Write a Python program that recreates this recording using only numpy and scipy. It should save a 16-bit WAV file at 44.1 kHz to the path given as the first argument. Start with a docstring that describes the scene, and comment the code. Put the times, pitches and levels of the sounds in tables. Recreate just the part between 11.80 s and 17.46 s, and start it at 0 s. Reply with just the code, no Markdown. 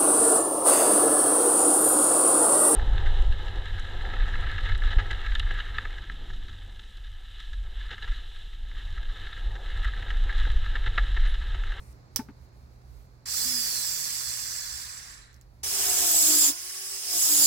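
"""In a small workshop, a latch clicks and a jeweller's rotary handpiece is blipped and coasts to rest.
Then, at full speed, its burr is pressed twice into a metal ring held on a wooden peg.
Coloured noise makes the rush and scrape; ball bearings whine at multiples of the shaft speed.
Under load the shaft slows and the burr whirls, adding low tones. Behind it lie room hiss, mains hum
and rumble; ticks ring briefly and two knocks excite the modes of the bench."""
import sys
import numpy as np
from scipy import signal
from scipy.fft import rfft, irfft
from scipy.io import wavfile
from scipy.ndimage import uniform_filter1d

SR = 44100
rng = np.random.default_rng(int(sys.argv[2]) if len(sys.argv) > 2 else 0)


def unload_wav(signal):
    """Save mono or channel-first audio to the path in sys.argv[1] as 16-bit WAV at rate SR, clipped to [-1, 1]."""
    wavfile.write(
        sys.argv[1],
        SR,
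        np.round(np.clip(np.atleast_2d(signal).T, -1, 1) * 32767).astype(np.int16),
    )


N = 249606
T = np.arange(N) / SR   # seconds
HZ = np.maximum(np.fft.rfftfreq(N, 1 / SR), 1)


def amp(db):
    """Decibels to an amplitude factor."""
    return 10 ** (np.asarray(db) / 20)


def rms_of(x):
    """Root mean square level."""
    return np.sqrt(np.mean(x ** 2))


def rms_one(x):
    """The sound scaled to rms 1."""
    return x / np.sqrt(np.mean(x ** 2) + 1e-20)


def in_time(rows):
    """Every column after the first, drawn as a line through its points in seconds."""
    seconds, *columns = np.transpose(rows)
    return [np.interp(T, seconds, column) for column in columns]


def at_hz(points):
    """A curve through (Hz, value) points, straight over log frequency."""
    hz, value = np.transpose(points)
    return np.interp(np.log(HZ), np.log(np.maximum(hz, 1)), value)


def drift(rate):
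    """Slow chance, new about rate times a second; spread about 1."""
    count = int(N / SR * rate) + 2
    return np.interp(T * rate, np.arange(count), rng.standard_normal(200)[:count])


def hiss(spectrum, gate=1):
    """Two unrelated noises, gated, then coloured; rms 1."""
    noise = gate * rng.standard_normal((2, N))
    return rms_one(irfft(rfft(noise) * amp(at_hz(spectrum)), N))


def blurred_tone(hz, blur_hz):
    """Two sines whose pitch wavers at random, smoothly, which widens the line; rms 1."""
    waver = uniform_filter1d(rng.standard_normal((2, N)), size=24, axis=1)
    step = 2 * np.pi * hz / SR + np.sqrt(2 * np.pi * blur_hz / SR) * waver
    audible = hz < SR / 2   # silent where it would alias
    return np.sqrt(2) * np.sin(np.cumsum(step, axis=1)) * audible


def patchy(x, patchy_db):
    """Level flickers in patches about 500 Hz wide and 20 ms long; rms 1."""
    z = signal.stft(x, nperseg=256)[2]
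    chance = rng.standard_normal(z.shape[1:])
    field = uniform_filter1d(uniform_filter1d(chance, size=3, axis=0), size=6, axis=1)
    flickering = z * amp(patchy_db * rms_one(field))
    return rms_one(signal.istft(flickering, nperseg=256)[1][:, :N])


def placed(pair, lag_s, pan, alike):
    """The right channel gets a delayed share of the left signal plus an unrelated one of its own."""
    a, b = rfft(pair)
    alike = np.clip(alike, 0, 1)
    tilt = amp(at_hz(pan) / 2)
    right = alike * a * np.exp(-2j * np.pi * HZ * lag_s) + np.sqrt(1 - alike ** 2) * b
    return irfft(np.array([a * tilt, right / tilt]), N)


def ring(clicks, hz, t60):
    """A struck mode: a two-pole resonator dying by 60 dB in t60 seconds."""
    r, w = amp(-60 / (t60 * SR)), 2 * np.pi * hz / SR
    return signal.lfilter([0, np.sin(w)], [1, -2 * r * np.cos(w), r * r], clicks + 1e-18)


def background():
    """Room hiss with mains hum, lumpy rumble, and a brighter opening hiss that stops short."""
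    # Room hiss. Each row: frequency in Hz, density in dB per Hz.
    room_colour = [(59, -33.5), (100, -13), (135, -6.5), (177, -13.5), (315, -16), (891, -21.5),
                   (2370, -31.5), (3120, -44), (4290, -31), (5770, -37), (7700, -42), (9610, -68),
                   (16000, -75)]
    # Room level. Each row: time in seconds, level in dB.
    room_level = [(0, -57.5), (.3, -58), (1.4, -60.5), (3.5, -64.5), (3.82, -61.5), (4.0, -69.5),
                  (5.66, -75.5)]
    # Stereo tilt of the room. Each row: frequency in Hz, left minus right in dB.
    room_pan = [(60, -5), (110, -0.5), (200, -7.5), (380, 2), (700, -1), (1290, -3), (2380, 0), (4400, -7),
                (8120, 3), (15000, -2)]
    # Mains hum. One row: frequency in Hz, level over the room hiss in dB.
    mains_hz, mains_db = (120, 0.54)
    # Low rumble. Each row: frequency in Hz, density in dB per Hz.
    rumble_colour = [(12, -55.5), (25, -27), (38, 1), (52, 3), (68, 5), (88, -3.5), (105, -19.5),
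                     (150, -44)]
    # Rumble level before its lumps. Each row: time in seconds, level in dB.
    rumble_level = [(0.0, -52), (1.5, -52.5), (2.2, -59.5), (3.88, -52.5), (3.94, -55.5), (4.68, -60),
                    (4.87, -72), (5.6, -60.5)]
    # Opening hiss. Each row: frequency in Hz, density in dB per Hz.
    opening_colour = [(1180, -29), (2000, 2), (2510, -1), (3810, -36), (5250, -4), (7910, -5), (9170, 3),
                      (9920, -8), (14200, -7), (16000, -19)]
    rumble_lumps_db = 3
    opening_db, opening_end_s = -64.5, .13

    room = hiss(room_colour) + amp(mains_db) * blurred_tone(mains_hz, 2.9)[0]
    room_db, = in_time(room_level)
    rumble_db, = in_time(rumble_level)
    out = amp(room_db) * room
    out += amp(rumble_db + rumble_lumps_db * drift(17)) * hiss(rumble_colour)
    out += amp(opening_db) * hiss(opening_colour) * (T < opening_end_s)
    alike = np.interp(HZ, [60, 300, 1500], [.9, .6, .3])   # lows are the most alike
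    return placed(out, .0003, room_pan, alike)


def ticks():
    """A short metal ring, a crack and the room's dying hiss for each tick."""
    # Latch click and small ticks. Each row: time in seconds, strength in dB, ring in Hz.
    tick_rows = [(0.1274, -57, 7650), (0.3601, -7.5, 5640), (1.019, -70, 6800), (1.1404, -66, 7400),
                 (3.5289, -50, 7130), (3.5423, -46.5, 6700), (3.5624, -52, 4750), (3.6117, -43, 7140)]
    partials = [(1, 0.75), (2.05, 0.25), (2.7, 0.25)]   # multiple of the ring, share
    out = np.zeros((2, N))
    tail = hiss([(300, -21), (2500, -21.0), (4200, -17), (5500, -5), (6800, -18.5), (11000, -18), (16000, -17)])
    for s, db, hz in tick_rows:
        click = (np.arange(N) == round((s + .0004) * SR)) * amp(db)
        swell = signal.lfilter(np.hanning(60), 1, click)   # about a millisecond of contact
        rings = sum(share * np.sin(2 * np.pi * k * hz * T) for k, share in partials)
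        crack = 0.25 * tail[0]
        out += swell * (rings + crack) * amp([[-4.], [4.]])
        dying = amp(-60 * np.abs(T - s) / 0.056) + 0.27 * amp(-60 * np.abs(T - s) / 0.19)
        out += amp(db - 17.0) * amp([[-3.], [3.]]) * tail * (T > s + .001) * dying
    return out


def knocks():
    """The tool is set on the bench: a blow and a scuff drive the bench modes and a broad thud."""
    # Tool set on the bench. Each row: time in seconds, strength of the scuff in dB.
    knock_rows = [(0.391, -54.5), (0.487, -64.5)]
    # Modes of the bench. Each row: frequency in Hz, gain in dB, 60 dB decay in seconds.
    bench_modes = [(267.4, 6, 0.051), (397, -8, 0.048), (890, -9, 0.08), (1190, -28, 0.072),
                   (1505, -18, 0.04), (1737, -23.5, 0.02), (2058, -20, 0.019)]
    blow_over_scuff_db = 16   # the first contact of each knock
    contact = np.zeros(N)
    for s, db in knock_rows:
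        contact += amp(db) * (T > s) * amp(-60 * np.abs(T - s) / 0.096) * (T < s + .027)
    scuff = contact * rng.standard_normal(N)   # many small contacts while the tool settles
    for s, db in knock_rows:
        scuff[round(s * SR)] += amp(db + blow_over_scuff_db)
    body = sum(amp(db) * ring(scuff, hz, t60) for hz, db, t60 in bench_modes)
    thud = signal.sosfilt(signal.butter(3, [230, 1700], "band", fs=SR, output="sos"), scuff)
    return (body + amp(24.5) * thud) * amp([[1.5], [-1.5]])


def whine(shaft, blur_hz, flutter_db):
    """Multiples of the ball-pass rate, each fluttering on its own, coloured by the shell; rms 1."""
    # Bearing whine. Each row: multiple of the ball-pass rate, level in dB.
    whine_lines = [(2, -9), (3, 1), (4, -4), (5, -4), (6, -2), (7, -3), (8, -3), (9, -2), (10, -2),
                   (11, -2), (12, -3), (13, -4)]
    # How the shell radiates the whine. 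Each row: frequency in Hz, gain in dB.
    shell_gain = [(1500, -25), (3700, -18), (4250, -3), (5200, 0), (6300, -8), (7700, 0), (8800, -9),
                  (9800, -1), (10900, -9), (12000, -15), (14000, -8), (16000, -15)]
    ball_pass = 6.85   # ball passes per shaft turn
    tones = np.zeros((2, N))
    for k, db in whine_lines:
        level = amp(db + flutter_db * drift(14))
        tones += level * blurred_tone(k * ball_pass * shaft, blur_hz * k / 3)
    return rms_one(irfft(rfft(tones) * amp(at_hz(shell_gain)), N))


def coast_speed():
    """A straight spin-up rounds over into a slowing by drag and dry friction; turns per s."""
    spin_up_s, spin_up_hz_per_s, rounding_hz = 1.411, 1030, 20
    coast_from_s, coast_from_hz, drag_s, friction_hz = 1.73, 251, 2.04, 157
    rising = spin_up_hz_per_s * (T - spin_up_s)
    falling = (coast_from_hz + friction_hz) * np.exp((coast_from_s - T) / drag_s) - friction_hz
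    rounded = -rounding_hz * np.logaddexp(-rising / rounding_hz, -falling / rounding_hz)
    return np.maximum(rounded, 0)


def coasting():
    """Free running: shell rush pulsing once a turn, rattle, whine and a hum of unbalance."""
    # Rush of the coasting motor. Each row: time in seconds, level in dB.
    rush_level = [(1.46, -39), (1.51, -33), (1.59, -30), (2.3, -33.5), (2.76, -36.5), (3.03, -39.5),
                  (3.33, -48), (3.53, -65.5), (3.7, -80)]
    # Colours of the rush, the rattle and the top. Each row: frequency in Hz, density in dB per Hz.
    rush_colour = [(1650, -28.5), (2800, -12), (3210, -16), (3440, -4.5), (3810, -17.5), (4200, -5.5),
                   (4940, 1.5), (5230, -1.5), (5830, -0.5), (6650, -5), (7540, 3.5), (8260, -5.5),
                   (10600, -8), (11000, -16.5), (14300, -28), (22000, -120)]
    rattle_colour = [(120, -45), (200, -17), (555, -19), (873, -9.5), (947, -16), (1040, -4), (1280, -6.5),
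                     (1770, 0), (3200, -14.5), (4160, -6), (7040, -120)]
    top_colour = [(9500, -8), (11200, 2.5), (13000, 6), (15200, 7), (17000, -1)]
    # Stereo tilt of the coasting motor. Each row: frequency in Hz, left minus right in dB.
    coast_pan = [(60, 4), (110, -4), (200, -0.5), (700, 1.5), (2380, 3), (4400, -7.5), (8120, -7),
                 (15000, 1.5)]
    blip_s = 1.455   # the motor is first heard
    mid_coast_db = -33   # rush level at which the next levels hold
    rattle_mid_db, rattle_follows = -47, 0.31   # dB; dB per dB of rush
    top_mid_db, top_follows = -37, 1.62
    whine_re_rush_db, whine_db_per_hz = -14, .025   # grows with speed
    hum_db, peak_db, peak_hz, peak_width_hz = -66, -45, 247.7, 9.6   # the hum swells near top speed

    shaft = coast_speed()
    rush_db, = in_time(rush_level)
    rattle_db = rattle_mid_db + rattle_follows * (rush_db - mid_coast_db)
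    top_db = top_mid_db + top_follows * (rush_db - mid_coast_db)
    whine_db = rush_db + whine_re_rush_db + whine_db_per_hz * shaft
    turn = np.cumsum(2 * np.pi * shaft / SR)
    beat = 1 + 0.031 * np.cos(turn)

    out = amp(rush_db) * hiss(rush_colour, beat)
    out += amp(rattle_db) * hiss(rattle_colour, beat)
    out += amp(top_db) * hiss(top_colour, beat)
    out = rms_of(out) * patchy(out, patchy_db=1.8)
    sidebands = 1 + .5 * np.cos(turn)   # each ball is loaded once a turn
    out += amp(whine_db) * sidebands * whine(shaft, 18., flutter_db=3.)
    hum = amp(hum_db) + amp(peak_db) / (1 + ((shaft - peak_hz) / peak_width_hz) ** 2)
    out += hum * np.sin(turn)
    on = np.clip((T - blip_s) / 0.0045, 0, 1) * np.clip((rush_level[-1][0] - T) / 0.3, 0, 1)
    return on * placed(out, 0.0004776, coast_pan, alike=0.28)


def work_speed(load):
    """Full speed less the load, which the motor follows with a lag; turns per s."""
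    full_speed_hz, motor_lag_s = 394.5, .19
    r = np.exp(-1 / (motor_lag_s * SR))
    return full_speed_hz - signal.lfilter([1 - r], [1, -r], load)


def work_noise(load, shaft, turn, whirl):
    """Bright scrape and rattle over the free rush, pulsing with turn and whirl, plus bearing whine."""
    # Running and cutting noise. Each row: time in seconds, level above 3 kHz in dB, below 3 kHz in dB.
    noise_levels = [(3.85, -29, -44), (4.06, -24, -37.5), (4.37, -20.5, -39), (4.656, -18.5, -39),
                    (4.69, -21, -39.5), (4.742, -36.5, -52), (5.22, -34, -50), (5.392, -22.5, -42.5),
                    (5.564, -19.5, -39.5), (5.66, -17.5, -39.5)]
    # Colours, unloaded and cutting, high and low. Each row: frequency in Hz, density in dB per Hz.
    free_rush = [(1650, -30.5), (2800, -11), (3120, -12), (4310, -10), (5230, 3), (5660, -2), (6440, -2.5),
                 (7330, -5), (7880, -7), (8530, -2.5), (10600, -4.5), (11500, -11.5), (15600, -8)]
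    free_rattle = [(150, -26), (400, -17), (900, -7.5), (1500, -1.5), (2000, 1.5), (3200, -4), (4200, -40)]
    cut_rush = [(1650, -68), (2800, -24), (3520, -13.5), (3710, -16), (5230, -8.5), (5870, -9),
                (6590, -1.5), (7600, -2), (7880, 0), (8970, -15.5), (9990, -3), (11300, -11), (13100, -9.5),
                (14000, -1), (15600, -15)]
    cut_rattle = [(76, -29), (130, -8), (216, -16), (323, -8.5), (464, -9.5), (685, -7.5), (849, -6.5),
                  (3200, -7), (4160, -12), (7040, -120)]
    free_db, free_rattle_db = -29, -52.5   # noise above these takes the cutting colour
    blur_hz, blur_per_load = 20, 1.2   # width at the third multiple; widens with load
    whine_re_noise_db, whine_db_per_load = -12, .06   # grows with load
    ball_grip_per_load = .00045   # loaded balls slip less, so they pass a little more often

    high_db, low_db = in_time(noise_levels)
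    beat = 1 + 0.1 * np.cos(turn) + 0.059 * np.cos(whirl)
    free = np.minimum(amp(high_db), amp(free_db))
    scrape = np.sqrt(amp(high_db) ** 2 - free ** 2)
    out = free * patchy(hiss(free_rush, beat), patchy_db=2.0)
    out += scrape * patchy(hiss(cut_rush, beat), patchy_db=2.5)
    idle = np.minimum(amp(low_db), amp(free_rattle_db))
    chatter = np.sqrt(amp(low_db) ** 2 - idle ** 2)
    out += idle * patchy(hiss(free_rattle, beat), patchy_db=-3.0)
    out += chatter * patchy(hiss(cut_rattle, beat), patchy_db=2.0)

    whine_level = amp(high_db + whine_re_noise_db + whine_db_per_load * load)
    sidebands = 1 + .8 * np.cos(turn)
    ball_speed = shaft * (1 + ball_grip_per_load * load)
    out += whine_level * sidebands * whine(ball_speed, blur_hz + blur_per_load * load, flutter_db=3.5)
    return out


def work_hum(turn, whirl):
    """Low tones: shaft multiples, whirl, bearing lines, and sum and difference tones of shaft and whirl."""
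    # Low tones. Each row: time in seconds, shaft hum in dB, whirl in dB, sum tone in dB.
    tone_levels = [(3.9, -56, -82, -88), (4.0, -48, -62, -47.5), (4.25, -50.5, -51, -46),
                   (4.36, -65, -50, -46.5), (4.57, -46, -41, -54.5), (4.7, -51, -42.5, -63),
                   (4.76, -67, -84, -87), (5.2, -58.5, -81, -72), (5.29, -54, -59, -51.5),
                   (5.43, -66, -57, -58), (5.53, -55, -43.5, -60), (5.66, -57, -46.5, -56)]
    # Bearing tones between the shaft multiples. Each row: multiple of shaft speed, level in dB.
    cage_lines = [(4.22, -63), (4.62, -64)]
    hum_db, whirl_db, sum_db = in_time(tone_levels)
    overtone_flutter_db = 4
    second_db, third_db = (db + overtone_flutter_db * drift(14) for db in (-70, -65))
    hum = amp(hum_db) * np.sin(turn)
    hum += amp(second_db) * np.sin(2 * turn) + amp(third_db) * np.sin(3 * turn)
    hum += amp(whirl_db) * np.sin(whirl)
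    hum += sum(amp(db + 6.3 * drift(15)) * np.sin(k * turn) for k, db in cage_lines)
    mixed = np.sin(turn + whirl) + amp(-9.5) * np.sin(2 * whirl) + amp(-34) * np.sin(2 * turn - whirl)
    hum += amp(sum_db) * mixed
    return hum * amp(3.5 * drift(30))   # uneven grip makes the hum waver


def working():
    """The burr at work: load slows the shaft, and the burr whirls a little slower than it turns."""
    # Load on the burr. Each row: time in seconds, speed loss it would settle at in turns per s.
    load_rows = [(4.0, 0), (4.25, 22), (4.7, 90), (4.72, 0), (5.26, 4), (5.34, 44), (5.66, 92)]
    # Stereo tilt of the work noise. Each row: frequency in Hz, left minus right in dB.
    work_pan = [(60, -13), (110, 11), (200, -8), (700, 0), (2380, -2.5), (4400, -7), (8120, -1.5),
                (15000, 3)]
    work_start_s = 3.831   # the sound starts abruptly
    whirl_share, whirl_share_per_load = .858, -.00025   # whirl speed as a share of shaft speed

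    load, = in_time(load_rows)
    shaft = work_speed(load)
    ratio = whirl_share + whirl_share_per_load * load
    turn = np.cumsum(2 * np.pi * shaft / SR)
    whirl = np.cumsum(2 * np.pi * ratio * shaft / SR + .006 * rng.standard_normal(N))
    noise = work_noise(load, shaft, turn, whirl)
    hum = work_hum(turn, whirl)
    late = np.roll(hum, 12)   # samples: the hum reaches the right channel a little later
    on = np.clip((T - work_start_s) / 0.004, 0, 1)
    hum_pair = np.sqrt(2) * np.array([hum, late]) * amp([[-1], [1]])
    return on * (placed(noise, .00009, work_pan, alike=0.26) + hum_pair)


def scene():
    """All layers together."""
    return background() + ticks() + knocks() + coasting() + working()


def record(dry):
    """The top is cut steeply."""
    cutoff_hz = 15950
    return signal.sosfilt(signal.ellip(12, .5, 60, cutoff_hz, fs=SR, output="sos"), dry)


dry = scene()
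out = record(dry)
unload_wav(out)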